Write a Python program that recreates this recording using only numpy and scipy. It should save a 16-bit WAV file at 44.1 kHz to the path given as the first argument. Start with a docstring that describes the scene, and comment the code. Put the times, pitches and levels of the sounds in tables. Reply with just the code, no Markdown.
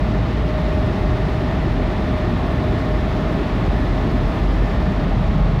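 """Car-wash dryer from inside the car

Dryer blowers roar over a closed car, heard from the seats. Jets: noise coloured by body resonances,
split into bands that swell and flutter separately. The cabin booms, blades and motors add wavering
sines, and a gap's hollow rush and a late roof thrum are narrow noise bands."""
import sys
import numpy as np
from scipy import signal
from scipy.fft import rfft, irfft, next_fast_len
from scipy.io import wavfile
from scipy.ndimage import uniform_filter1d

SR = 44100
rng = np.random.default_rng(int(sys.argv[2]) if len(sys.argv) > 2 else 0)


def put_to_file(sound):
    """Save the sound as 16-bit audio at rate SR, in the file named by the first command-line argument."""
    columns = np.atleast_2d(sound).T  # one column per channel
    safe = np.clip(columns, -1, 1)
    whole_steps = np.round(safe * 32767)
    wavfile.write(sys.argv[1], SR, whole_steps.astype(np.int16))


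N = 246959
TIME_S = np.arange(N) / SR


def gain_of(level_db):
    """Amplitude factor of a level in dB."""
    return 10 ** (np.asarray(level_db) / 20)


def curve(rows):
    """Columns after time, interpolated to one value a sample."""
    time_s, *columns = np.transpose(rows)
    return [np.interp(TIME_S, time_s, column) for column in columns]


def wander(rate_hz):
    """Random drift of rms 1: noise under a Gaussian low-pass, amplitude 1/e at rate_hz."""
    size = next_fast_len(N)
    hz = np.fft.rfftfreq(size, 1 / SR)
    spectrum = rfft(rng.standard_normal(size)) * np.exp(-(hz / rate_hz) ** 2)
    drift = irfft(spectrum, size)[:N]
    return drift / drift.std()


def tone(pitch_hz, level_db, waver_hz, waver_db, rate_hz):
    """Sine of given rms level with randomly wavering pitch and strength."""
    turns = np.cumsum(pitch_hz + waver_hz * wander(rate_hz)) / SR + rng.random()
    strength = np.sqrt(2) * gain_of(level_db + waver_db * wander(rate_hz))
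    return strength * np.sin(2 * np.pi * turns)


def breathy(pitch_hz, level_db, width_hz):
    """Narrow noise band of given rms level: two random drifts on quadrature carriers."""
    phase = 2 * np.pi * np.cumsum(pitch_hz * np.ones(N)) / SR
    in_phase = wander(width_hz / 2) * np.cos(phase)
    quadrature = wander(width_hz / 2) * np.sin(phase)
    return gain_of(level_db) * (in_phase + quadrature)


# turbulent air through the shell, spectral shape within each part: (frequency [Hz], density [dB per Hz])
ROAR_SPECTRUM = [(16, -30), (31, -12), (53, -3), (82, -2), (265, -8), (386, -13), (505, -19), (625, -19.5),
                 (734, -21), (1100, -27), (1550, -29.5), (1780, -33.5), (3560, -38.5), (8170, -64.5),
                 (16800, -74.5)]
# panel and cabin resonances and dips: (centre [Hz], full width at half the dB [Hz], height [dB])
PANEL_RESONANCES = [(60.3, 29, 5), (96.3, 5.2, -3.5), (113.4, 3.7, 9.5), (170, 15, 0.5), (230, 13, -3),
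                    (300, 25, -0.5), (404.5, 22, 3), (500, 240, -1), (641, 44, 4.5), (825, 95, 1.5),
                    (1196, 120, 3), (1588, 72, -4.5), (1875, 94, 2.5), (2030, 110, 3.5), (2750, 210, -1.5),
                    (3230, 730, -2.5), (5270, 300, 1.5), (9400, 200, 0), (10900, 900, 1), (12600, 500, 2),
                    (15500, 4000, 1.5), (11800, 60, 3)]
# bands of floor rumble, roof drumming, door panels, dashboard, glass roar, hollow rush, seal hiss,
# fine hiss: (low [Hz], high [Hz])
PART_BANDS = [(20, 135), (135, 230), (230, 410), (410, 560), (560, 1600), (1600, 4500), (4500, 8000),
              (8000, 20000)]
# same parts as the jets creep along: (crossing time [s], level there [dB], fall [dB/s^2],
# share of buffets [1], share of treble swell [1], flutter [dB rms, sign immaterial])
PART_LEVELS = [(0.19, -22, 0.03, 0.78, .02, -1.2), (2.5, -26, 0.01, 0.86, .02, 1.5),
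               (2.56, -27, 0.41, 0.0016, 0.5, 1.03), (0.89, -36, -0.01, 0.24, 0.17, 1.2),
               (3.5, -30, 0.09, 0, 0.031, 0.04), (2.6, -38, 0.06, 0.0047, 0.22, 0.16),
               (2.6, -53.5, 0, 0.2, 0.87, 0.5), (2.3, -64.5, 0.15, 0.3, .95, 0.7)]
# air buffets, before each part's share: (peak time [s], 1/e half-length [s], rise [dB])
AIR_BUFFETS = [(3.149, 0.088, 2), (4.411, 0.49, 2), (5.416, 0.35, 4)]
# treble swell, before each part's share: (time [s], level [dB])
TREBLE_SWELL = [(0.0, 0), (0.5, 0), (0.75, 1), (1.2, 1), (1.7, 0), (2.3, 0.1), (2.8, 0.7), (4.2, 1),
                (4.6, 1), (5.6, -2)]


def jets():
    """Turbulent jets shake the shell; resonances colour the noise and each part has its own level."""
    hz = np.fft.rfftfreq(N, 1 / SR)
    roar_hz, roar_db = np.transpose(ROAR_SPECTRUM)
    colour_db = np.interp(np.log(hz + 1), np.log(roar_hz + 1), roar_db)
    for centre_hz, width_hz, height_db in PANEL_RESONANCES:
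        colour_db += height_db / (1 + (2 * (hz - centre_hz) / width_hz) ** 2)
    spectrum = rfft(rng.standard_normal(N)) * gain_of(colour_db)

    buffet_db = np.zeros(N)
    for peak_s, length_s, rise_db in AIR_BUFFETS:
        buffet_db += rise_db * np.exp(-((TIME_S - peak_s) / length_s) ** 2)
    treble_db, = curve(TREBLE_SWELL)

    roar = np.zeros(N)
    for (low_hz, high_hz), levels in zip(PART_BANDS, PART_LEVELS):
        crossing_s, crossing_db, fall_db, buffet_share, treble_share, flutter_db = levels
        part = irfft(spectrum * (hz >= low_hz) * (hz < high_hz), N)
        level_db = crossing_db - fall_db * (TIME_S - crossing_s) ** 2
        level_db += buffet_share * buffet_db + treble_share * treble_db
        level_db += flutter_db * wander(38)
        roar += part / part.std() * gain_of(level_db)
    return roar


# cabin boom pitch: (time [s], frequency [Hz])
BOOM_PITCH_CURVE = [(0.0, 52.03), (0.7, 55.35), (1.0, 47.94), (1.8, 43.94), (2.35, 43.96), (2.7, 51),
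                    (3.4, 45.64), (4.5, 45.46), (5.6, 44.02)]
# cabin boom, mean before waver: (time [s], level [dB])
BOOM_LEVEL = [(0.0, -21), (0.12, -23), (0.36, -26), (0.7, -23.5), (0.95, -22), (1.1, -20.5), (1.38, -37),
              (1.62, -25), (1.7, -24), (1.8, -18), (2.03, -31), (2.3, -24), (2.55, -25.5), (2.8, -28),
              (2.95, -22), (3.35, -28), (3.7, -19.5), (4.05, -21.5), (4.25, -23), (4.58, -18.5),
              (4.77, -25), (4.95, -22), (5.12, -16.5), (5.25, -22), (5.42, -16.5), (5.6, -24)]


def boom():
    """Cabin air swings on its lowest resonance: one wavering low sine."""
    pitch_hz, = curve(BOOM_PITCH_CURVE)
    level_db, = curve(BOOM_LEVEL)
    return tone(pitch_hz, level_db, waver_hz=1.6, waver_db=1.6, rate_hz=14)


BLADE_HZ, OCTAVE_DB = 614.6, -54.5
# blade-passing tone, mean before waver: (time [s], level [dB])
BLADE_LEVEL = [(0.0, -33), (0.17, -35), (0.3, -46), (0.45, -33.5), (0.85, -29.5), (0.92, -36),
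               (1.05, -29.5), (1.3, -35.5), (1.45, -30), (1.56, -54), (1.65, -31.5), (1.75, -44),
               (1.9, -37), (2.1, -32.5), (2.2, -31), (2.38, -32.5), (2.55, -36.5), (2.64, -28), (2.76, -40),
               (2.93, -29.5), (3.05, -38), (3.3, -34.5), (3.55, -42), (3.85, -37.5), (4.3, -38),
               (4.55, -43), (4.72, -43), (4.86, -31), (4.95, -40), (5.1, -38), (5.6, -60)]


def blades():
    """Passing fan blades pulse the air: a fundamental and its octave."""
    level_db, = curve(BLADE_LEVEL)
    fundamental = tone(BLADE_HZ, level_db, waver_hz=0.5, waver_db=1.2, rate_hz=8)
    octave = tone(2 * BLADE_HZ, OCTAVE_DB, waver_hz=0.9, waver_db=2.5, rate_hz=4.4)
    return fundamental + octave


MOTOR_HZ = 180.45
# magnetic whine lines: (multiple of MOTOR_HZ [1], level re WHINE_LEVEL [dB])
MOTOR_LINES = [(6, 4), (8, -14), (15, -12), (18, -12), (19, -10)]
# reference for the motor lines: (time [s], level [dB])
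WHINE_LEVEL = [(0.0, -52), (0.9, -52.5), (1.9, -53), (2.3, -48), (3.0, -49), (3.5, -48), (4.4, -47.5),
               (4.7, -57), (5.1, -54), (5.3, -49), (5.6, -48)]
# other faint tones: (frequency [Hz], level [dB])
FAINT_TONES = [(1342, -63), (1697, -58), (11613, -87), (11643, -88.5)]


def motors():
    """Magnetic whine at multiples of one motor frequency, plus other thin tones."""
    whine_db, = curve(WHINE_LEVEL)
    lines = [(multiple * MOTOR_HZ, whine_db + line_db) for multiple, line_db in MOTOR_LINES]
    lines += FAINT_TONES
    return sum(tone(hz, level_db, waver_hz=0.7, waver_db=1.1, rate_hz=2.96) for hz, level_db in lines)


HOLLOW_WIDTH_HZ = 145
# hollow note drifting as the jets move: (time [s], frequency [Hz], level [dB])
HOLLOW_NOTE = [(0.0, 1748, -48), (0.7, 1832, -47.5), (1.3, 1818, -44), (2.2, 1769, -46.5),
               (2.9, 1782, -44.5), (4.0, 1746, -46), (4.8, 1784, -46), (5.6, 1795, -58)]


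def hollow():
    """Air rushing past a gap: a wide breathy note with flutter."""
    pitch_hz, level_db = curve(HOLLOW_NOTE)
    flutter = gain_of(0.9 * wander(12))
    return breathy(pitch_hz, level_db, HOLLOW_WIDTH_HZ) * flutter


THRUM_PEAK_S, THRUM_LENGTH_S, THRUM_WIDTH_HZ = 5.45, 0.3, 40
# roof notes at the peak of the thrum: (frequency [Hz], level [dB])
ROOF_NOTES = [(76, -30), (158, -22.5)]


def thrum():
    """Roof panel drums in the last buffet: noise bands under a Gaussian swell."""
    swell = np.exp(-((TIME_S - THRUM_PEAK_S) / THRUM_LENGTH_S) ** 2)
    return swell * sum(breathy(hz, level_db, THRUM_WIDTH_HZ) for hz, level_db in ROOF_NOTES)


def scene():
    """Sum of all sources, one channel."""
    return (jets() + boom() + blades() + motors() + hollow() + thrum())[None]


LOW_CUT_HZ, HIGH_CUT_HZ = 24.5, 16990
RESTING_DB, SQUEEZE, LISTEN_S = -17, 0.13, 0.018  # SQUEEZE: share of each dB swing undone
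CEILING = 0.75  # full scale = 1


def record(dry):
    """Microphone bass cut, gain control, soft peak rounding, then band limit."""
    bass_cut = signal.butter(3, LOW_CUT_HZ, "high", fs=SR, output="sos")
    heard = signal.sosfilt(bass_cut, dry)
    span = round(LISTEN_S * SR)
    power = uniform_filter1d(uniform_filter1d(heard ** 2, span), span)  # two centred averages
    power_db = 10 * np.log10(abs(power) + 1e-9)
    evened = heard / gain_of(SQUEEZE * (power_db - RESTING_DB))
    rounded = CEILING * np.tanh(evened / CEILING)
    band_limit = signal.firwin(1023, HIGH_CUT_HZ, window=("kaiser", 9), fs=SR)
    return signal.oaconvolve(rounded, band_limit[None], "same")


dry = scene()
out = record(dry)
put_to_file(out)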